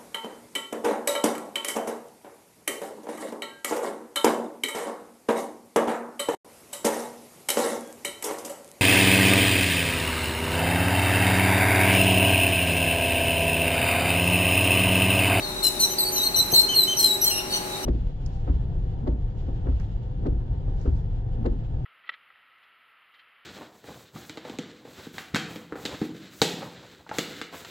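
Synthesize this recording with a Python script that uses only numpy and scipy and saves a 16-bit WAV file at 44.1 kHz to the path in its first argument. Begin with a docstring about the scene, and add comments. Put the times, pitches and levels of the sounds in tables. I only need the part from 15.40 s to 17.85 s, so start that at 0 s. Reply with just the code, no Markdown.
"""Ringing, downslurred peeps near 4 kHz over rumble and hiss: a party of babblers in a yard, on two mics.
Lower, reedy squeaks overlap them. In some peeps the other side of the syrinx joins in and the two voices
mix into a harsh stack of tones. Walls and a metal roof answer. Farther off a bird holds one thin note
at the start and a machine hums throughout; about a second in, something bumps softly twice."""
import sys
import numpy as np
from scipy import signal
from scipy.fft import rfft, irfft, next_fast_len
from scipy.io import wavfile
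from scipy.ndimage import map_coordinates

SR = 44100
rng = np.random.default_rng(int(sys.argv[2]) if len(sys.argv) > 2 else 0)


def materialize(psi):
    """Save the field psi as 16-bit PCM at rate SR to the path in sys.argv[1].

    A 1-D psi becomes a single channel; in a 2-D psi each row is a channel.
    """
    bounded = np.clip(np.atleast_2d(psi).T, -1, 1)
    quanta = np.round(bounded * 32767).astype(np.int16)
    wavfile.write(sys.argv[1], SR, quanta)


N = 108045

# How alike the background is at the two microphones: frequency_hz, correlation
MIC_LIKENESS = [(60, 0.92), (125, 1), (250, 0.66), (500, 0.71), (1000, -0.16), (2500, -0.14),
                (10000, -0.061)]
FLUTTER_DB, RASP = 2.5, 0.45  # a call's level tremble; noise share of an overtone per unit of roughness


def amp(db):
    """Decibels to gain."""
    return 10 ** (np.asarray(db) / 20)


def pan(left_over_right_db):
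    """Gains at the left and right microphones."""
    return amp([[left_over_right_db / 2], [-left_over_right_db / 2]])


def along(points, hz):
    """Read (frequency_hz, value) points on a log frequency axis."""
    frequencies, values = np.transpose(points)
    return np.interp(np.log(hz + 1), np.log(frequencies + 1), values)


def wobble(knots_per_s, t):
    """A smooth random curve."""
    return map_coordinates(rng.standard_normal(1024), [t * knots_per_s], mode="wrap")


def filtered(x, response):
    """Apply a gain that depends on frequency."""
    size = next_fast_len(N + SR // 2)
    return irfft(rfft(x, size) * response(np.fft.rfftfreq(size, 1 / SR)), size)[..., :N]


def phase(hz):
    """Running phase of a pitch curve."""
    return 2 * np.pi * np.cumsum(hz) / SR


def add(out, start_s, sound):
    """Mix a sound in at its start time."""
    part = out[:, round(start_s * SR):][:, :sound.shape[1]]
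    part += sound[:, :part.shape[1]]


def spread(hz):
    """Mid-side angle that gives the microphones their likeness."""
    return np.arccos(np.clip(along(MIC_LIKENESS, hz), -1, 1)) / 2


def rush(spectrum):
    """Stereo noise of rms 1, alike in the bass and nearly unrelated in the treble."""
    def response(hz):
        return amp(along(spectrum, hz)) * [np.cos(spread(hz)), np.sin(spread(hz))]
    mid, side = filtered(rng.standard_normal((2, N)), response)
    noise = np.array([mid + side, mid - side])
    return noise / np.sqrt(np.mean(noise ** 2))


def rumble(t, level_db=-36.5, drift_db=0.7):
    """Low outdoor air, drifting a little in level."""
    spectrum = [(20, -16), (46, -11.5), (72, -14.5), (100, -8.5), (160, -9), (300, -7.5), (450, -12.5),
                (750, -11.5), (1000, -13), (1600, -18), (2600, -19.5), (5000, -34)]  # noise colour: frequency_hz, relative_db
    return amp(level_db + drift_db * wobble(3.6, t)) * rush(spectrum)


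def hiss(t, level_db=-38.5, drift_db=0.7):
    """A fine, wide hiss, strongest near 4 kHz."""
    spectrum = [(1500, -26), (2600, 1.5), (3400, -8), (3950, 16), (4900, 2), (6000, 9.5), (7000, -1),
                (8400, 7.5), (10000, 1), (12200, 5), (13500, -8), (16000, -41)]  # noise colour: frequency_hz, relative_db
    return amp(level_db + drift_db * wobble(4.3, t)) * rush(spectrum)


def machine_hum(t, waver_hz=1.46, waver_db=3.5, waver_per_s=7):
    """Slightly unsteady tones of a distant machine."""
    tones = [(43, -49), (97, -67), (370, -44), (395, -46.5), (602, -49), (835, -44.5)]  # lines of the hum: pitch_hz, level_db
    out = np.zeros((2, N))
    for hz, db in tones:
        cycle = phase(hz + waver_hz * wobble(waver_per_s, t))
        for mic, side in zip(out, (1, -1)):
            gain = np.sqrt(2) * amp(db + waver_db * wobble(waver_per_s, t))
            mic += gain * np.sin(cycle + side * spread(hz))
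    return out


def voice(hz, roughness, t, jitter=0.017, jitter_per_s=650):
    """Phase of one side of the syrinx, its pitch trembling with roughness."""
    return phase(hz * (1 + jitter * roughness * wobble(jitter_per_s, t)))


def envelope(t, length_s, attack_s, release_s, middle_db, flutter_db=FLUTTER_DB):
    """Attack, fluttering hold, release; middle_db sets the middle of the call against its ends."""
    gate = np.clip(t / attack_s, 0, 1) * np.clip((length_s - t) / release_s + 0.5, 0, 1)
    arch = np.sin(np.pi * np.clip(t / length_s, 0, 1)) - 1
    return np.sqrt(2) * gate * amp(middle_db * arch + flutter_db * wobble(166, t))


def yard(call, pan_db, tail_db=-7, walls_db=-8, walls_s=0.022, mic_lag_s=3e-4):
    """The direct call, a few wall echoes and a diffuse tail, different from every perch."""
    decay = [(2000, .7), (4000, .53), (8000, .6), (14000, .5)]  # the yard's reverberation: frequency_hz, t60_s
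    hz, t, noise = signal.stft(rng.standard_normal((2, SR // 2)), SR, nperseg=256)
    tail = signal.istft(noise * amp(-60 * t / along(decay, hz)[:, None]), SR, nperseg=256)[1]
    answer = amp(tail_db) * tail / np.linalg.norm(tail[0])
    for mic in answer:
        delays = (walls_s * SR * rng.uniform(0.11, 1, size=8)).astype(int)
        mic[delays] += amp(walls_db) / np.sqrt(len(delays))
        mic[round(rng.uniform(0, mic_lag_s) * SR)] += 1  # direct sound reaches each mic at its own time
    heard = signal.fftconvolve(call[None], answer, axes=1)
    heard *= np.linalg.norm(call) / np.linalg.norm(heard, axis=1, keepdims=True)  # keep the energy
    return heard * pan(pan_db)


def far_whistle(pitch_hz=3777, level_db=-40):
    """A bird farther off to the left holds one thin note for the first half second."""
    out, t = np.zeros((2, N)), np.arange(SR // 2) / SR
    tone = amp(level_db) * np.sin(voice(pitch_hz, roughness=0.42, t=t))
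    shape = envelope(t, 3.3, attack_s=0.0012, release_s=0.098, middle_db=0.61)  # cut off in its hold
    add(out, 0, yard(tone * shape, pan_db=5))
    return out


def partial(cycle, rasp, t, rasp_per_s=720):
    """One overtone; uneven beating of the membranes turns the share rasp of its power into noise."""
    share = np.clip(rasp, 0, 0.9)
    band = wobble(rasp_per_s, t) * np.sin(cycle) + wobble(rasp_per_s, t) * np.cos(cycle)
    return np.sqrt(1 - share) * np.sin(cycle) + np.sqrt(share / 2) * band


def peeps(second_slur=0.25, bloom_width=0.24, overtone_attack_s=0.0069, second_attack_s=0.019):
    """Peeps slur down and most bloom; overtones rasp, and a second voice adds sum and difference tones."""
    # One peep or echo a row; at 1.224 s the loud peep before it rings back:
    # start_s, length_s, from_hz, toward_hz, slur_s, level_db, harmonic2_db, harmonic3_db,
    # second_voice_hz, second_voice_db, roughness, pan_db, bloom_at (share of the length), bloom_db
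    calls = [ (0.024, .088, 4530, 4130, 0.023, -32, -16, -16, 3000, -40, 0.3, 0, 0.6, -1),
             (0.162, 0.068, 4070, 3775, 0.028, -31, -20, -21, 2880, -36, 0.5, -2, 0.3, 2.5),
             (0.227, 0.063, 4210, 3947, 0.04, -23.5, -6, -9, 2870, -10, 0, 4.5, 0.48, 10),
             (.394, 0.06, 4454, 4013, 0.019, -21, -8, -6.5, 2970, -22, 0, -1, 0.8, 9.5),
             (0.583, 0.061, 4260, 3956, 0.025, -25, -7.5, -2, 2850, -36, .55, 0, 0.3, 7),
             (0.581, 0.032, 4610, 4350, 0.078, -26.5, -5.5, -25, 3000, -40, 1.08, -1, 0.2, 4),
             (0.646, 0.056, 4440, 4457, 0.02, -28, -4, -10, 3240, -33, 1.53, -2.5, 0.49, 6.5),
             (0.757, 0.084, 4290, 3873, .017, -22, -16.5, -18, 2860, -28, 0.36, -1, 0, -4.5),
             (0.833, 0.043, 4303, 4175, 0.033, -22.5, -10, -11, 3000, -23, 0.02, 0.5, 1, 13),
             (0.944, 0.07, 4168, 3856, .032, -19, -18, -25, 2940, -31, 0.48, 6, 0.5, -3.5),
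             (0.979, 0.056, 4233, 4028, 0.0181, -23.5, -13.5, -15, 3000, -34, 0.23, -7.5, 0.56, 7.5),
             (1.133, 0.089, 4327, 4134, .036, -17.5, -15, -15, 3030, -20.5, 0.1, 2, 0.49, 9.5),
             (1.137, 0.051, 4020, 3900, 0.0243, -28, -11, -6, 3050, -33, 1.07, -10, 0.54, 5.5),
             (1.224, 0.033, 4235, 4170, 0.0091, -27.5, -14, -25, 3020, -20.5, 0.17, 0, 0.7, 4.5),
             (1.337, 0.045, 4340, 4143, 0.037, -24.5, -8.5, -10, 2880, -39, 0, -0.5, 0.27, 4.5),
             (1.360, 0.084, 4297, 3782, 0.079, -17, -16.5, -13, 2880, -56, 0, 0, 0.21, 5.5),
             (1.587, 0.088, 4250, 4060, .045, -20.5, -8.5, -13, 3110, -15, 0.12, 1.5, .78, 5.5),
             (1.673, .086, 3986, 3898, 0.021, -22, -12, -11.5, 3000, -35, 0.31, 0, 0.44, 4),
             (1.838, 0.052, 4316, 4128, .028, -28, -3.5, -5, 3134, -4.5, 0.16, 0, 0.77, 15.5),
             (1.905, 0.03, 4214, 4110, 0.022, -33, 4, -18, 2980, -12, 0.56, 2, 0.44, 13),
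             (1.949, 0.069, 3840, 3570, 0.053, -45.5, -14, -12, 2800, -23, .4, 17, 0.14, 4),
             (2.105, .072, 4520, 4350, .025, -28.5, -5.5, -14, 2970, -13, .8, 0, .5, 6),
             (2.096, 0.071, 3930, 3770, .030, -35, -16, -25, 2850, -45, 0.47, -1, 0.88, 1),
             (2.289, 0.083, 4070, 3720, 0.04, -41, -12, -27, 2900, -33, 1, -1, 0.77, 8)]
    mixed_tones = [(0, 1), (1, 1), (2, -1), (2, 1), (3, 1), (0, 2), (1, 2), (2, 2)]  # tones the two voices make: main_multiple, second_multiple
    mixed_levels = [-6, -3.5, -3.5, 2.5, -6.5, -9.5, -6.5, -24]  # strength of each of those tones: relative_db
    out, t = np.zeros((2, N)), np.arange(SR // 6) / SR
    for (start_s, length_s, from_hz, toward_hz, slur_s, level_db, harmonic2_db, harmonic3_db,
         second_hz, second_db, roughness, pan_db, bloom_at, bloom_db) in calls:
        slur_hz = (from_hz - toward_hz) * np.exp(-t / slur_s)
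        main = voice(toward_hz + slur_hz, roughness, t)
        second = voice(second_hz + second_slur * slur_hz, roughness + 0.23, t)
        bloom = np.exp(-((t / length_s - bloom_at) / bloom_width) ** 2)
        rasp = 0.11 + RASP * roughness
        overtones = amp(harmonic2_db) * partial(2 * main, rasp, t)
        overtones += amp(harmonic3_db) * partial(3 * main, rasp, t)
        mixed = sum(amp(second_db + db) * partial(a * main + b * second, rasp, t)
                    for (a, b), db in zip(mixed_tones, mixed_levels))
        tone = amp(-3.5 + bloom_db * bloom) * np.sin(main)  # the fundamental swells or dips once
        tone += overtones * np.clip(t / overtone_attack_s, 0, 1)
        tone += mixed * np.clip(t / second_attack_s, 0, 1)
        shape = envelope(t, length_s, attack_s=0.0025, release_s=0.0084, middle_db=-1.5)
        add(out, start_s, yard(amp(level_db) * tone * shape, pan_db))
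    return out


def squeaks(scoop_hz=40.6, scoop_s=0.0073, arch_hz=25.7, drop_s=0.0072, fade_db=7):
    """Reedy notes, most strong in even harmonics, that scoop up, glide, then drop, roughen and fade."""
    # One squeak or echo a row; at 0.5 s the squeak before it rings back:
    # start_s, length_s, pitch_hz, glide_hz, drop_hz, harmonic1_db to harmonic5_db, roughness
    calls = [ (0.392, 0.053, 2874, -150, 108, -56, -36, -28.5, -32.5, -70, .56),
             (0.398, 0.063, 3100, -170, 58, -51, -23.5, -59, -33.5, -59, 0.27),
             (0.5, 0.044, 3080, -60.5, 91, -45, -31.5, -64, -32.5, -70, 0.25),
             (.716, 0.082, 3075, 10, 6, -52, -31, -53, -30.5, -61, 0.28),
             (0.751, 0.042, 2955, 5, 30, -46, -29.5, -46, -34, -62, 0.75),
             (0.811, 0.078, 3000, 43, 22, -55, -37, -64, -35.5, -70, 0.2),
             (0.957, 0.038, 2977, -22, 28, -48, -24.5, -60, -20, -60, 0.05),
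             (1.097, 0.051, 2760, -44, 40, -53, -46, -37, -36, -58, 0.9),
             (1.114, 0.04, 3080, 40, 17, -46, -26.5, -61, -26.5, -39, 0),
             (1.283, .068, 3110, -91, 200, -26, -35, -54, -44, -56, 0),
             (1.43, 0.036, 2694, -55, 62, -62, -37.5, -40, -43, -65, 0.46),
             (1.471, 0.074, 3087, 10.5, 170, -25, -32, -44, -41.5, -49, 0),
             (1.565, 0.048, 2922, 41, 20, -52, -23, -42, -26.5, -51, 0.37),
             (1.614, 0.081, 3134, -100, 207, -43, -47, -47, -50, -46, 0.61),
             (1.811, 0.044, 2924, 16, 10, -51, -22, -57, -20.5, -75, 0),
             (1.892, 0.021, 3120, -64, 153, -31, -28.5, -39, -29, -58, 0.1),
             (1.903, 0.094, 2818, -34.5, 120, -34.5, -29, -41, -38.5, -46, 0.37),
             (1.972, 0.036, 2863, -30, 80, -34, -43, -54, -40, -58, .6),
             (2.127, 0.059, 2992, -56, 88, -35.5, -33, -48, -61, -59, 0.83),
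             (2.428, 0.065, 2910, 0, 48, -42, -33.5, -44, -47, -54, 0.4)]
    out, t = np.zeros((2, N)), np.arange(SR // 6) / SR
    for start_s, length_s, pitch_hz, glide_hz, drop_hz, *harmonics_db, roughness in calls:
        progress = np.clip(t / length_s, 0, 1)
        ending = np.exp(np.minimum((t - length_s) / drop_s, 0))
        hz = pitch_hz + glide_hz * progress + arch_hz * (np.sin(np.pi * progress) - 0.5)
        hz -= scoop_hz * np.exp(-t / scoop_s) + drop_hz * ending
        cycle = voice(hz, roughness, t)
        rasp = RASP * (roughness + ending / 2)
        tone = sum(amp(db) * partial(k * cycle, rasp, t) for k, db in enumerate(harmonics_db, 1))
        shape = envelope(t, length_s, attack_s=0.01, release_s=0.012, middle_db=-2.5,
                         flutter_db=FLUTTER_DB * roughness)
        add(out, start_s, yard(tone * shape * amp(-fade_db * ending), pan_db=-0.3))
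    return out


def bumps(t, low_hz=80, attack_s=0.0006):
    """Two soft, dull knocks: bursts of low noise that die away."""
    knocks = [(0.987, -36.5, 0.38, 133), (1.127, -22.5, 0.1, 700)]  # one knock a row: start_s, level_db, t60_s, top_hz
    out = np.zeros((2, N))
    for start_s, level_db, t60_s, top_hz in knocks:
        age = np.maximum(t - start_s, 0)
        colour = [(low_hz / 2, -15), (low_hz, 0), (top_hz, -5), (2.5 * top_hz, -28), (6000, -70)]
        out += rush(colour) * np.clip(age / attack_s, 0, 1) * amp(level_db - 60 * age / t60_s)
    return out


def scene():
    """The birds in the yard, over the low background and the hiss."""
    t = np.arange(N) / SR
    birds = peeps() + squeaks() + far_whistle()
    low = rumble(t) + machine_hum(t) + bumps(t)
    return birds + low * pan(-0.1) + hiss(t)


def record(dry, top_hz=15950):
    """The left microphone is a little louder and brighter; nothing is kept above top_hz."""
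    mic_tilt = [(4000, 1.5), (8500, -0.9), (11500, 4.5), (16000, 1.5)]  # balance of the pair: frequency_hz, left_over_right_db
    sides = np.array([[0.5], [-0.5]])
    return filtered(dry, lambda hz: amp(along(mic_tilt, hz) * sides) * (hz < top_hz))


dry = scene()
out = record(dry)
materialize(out)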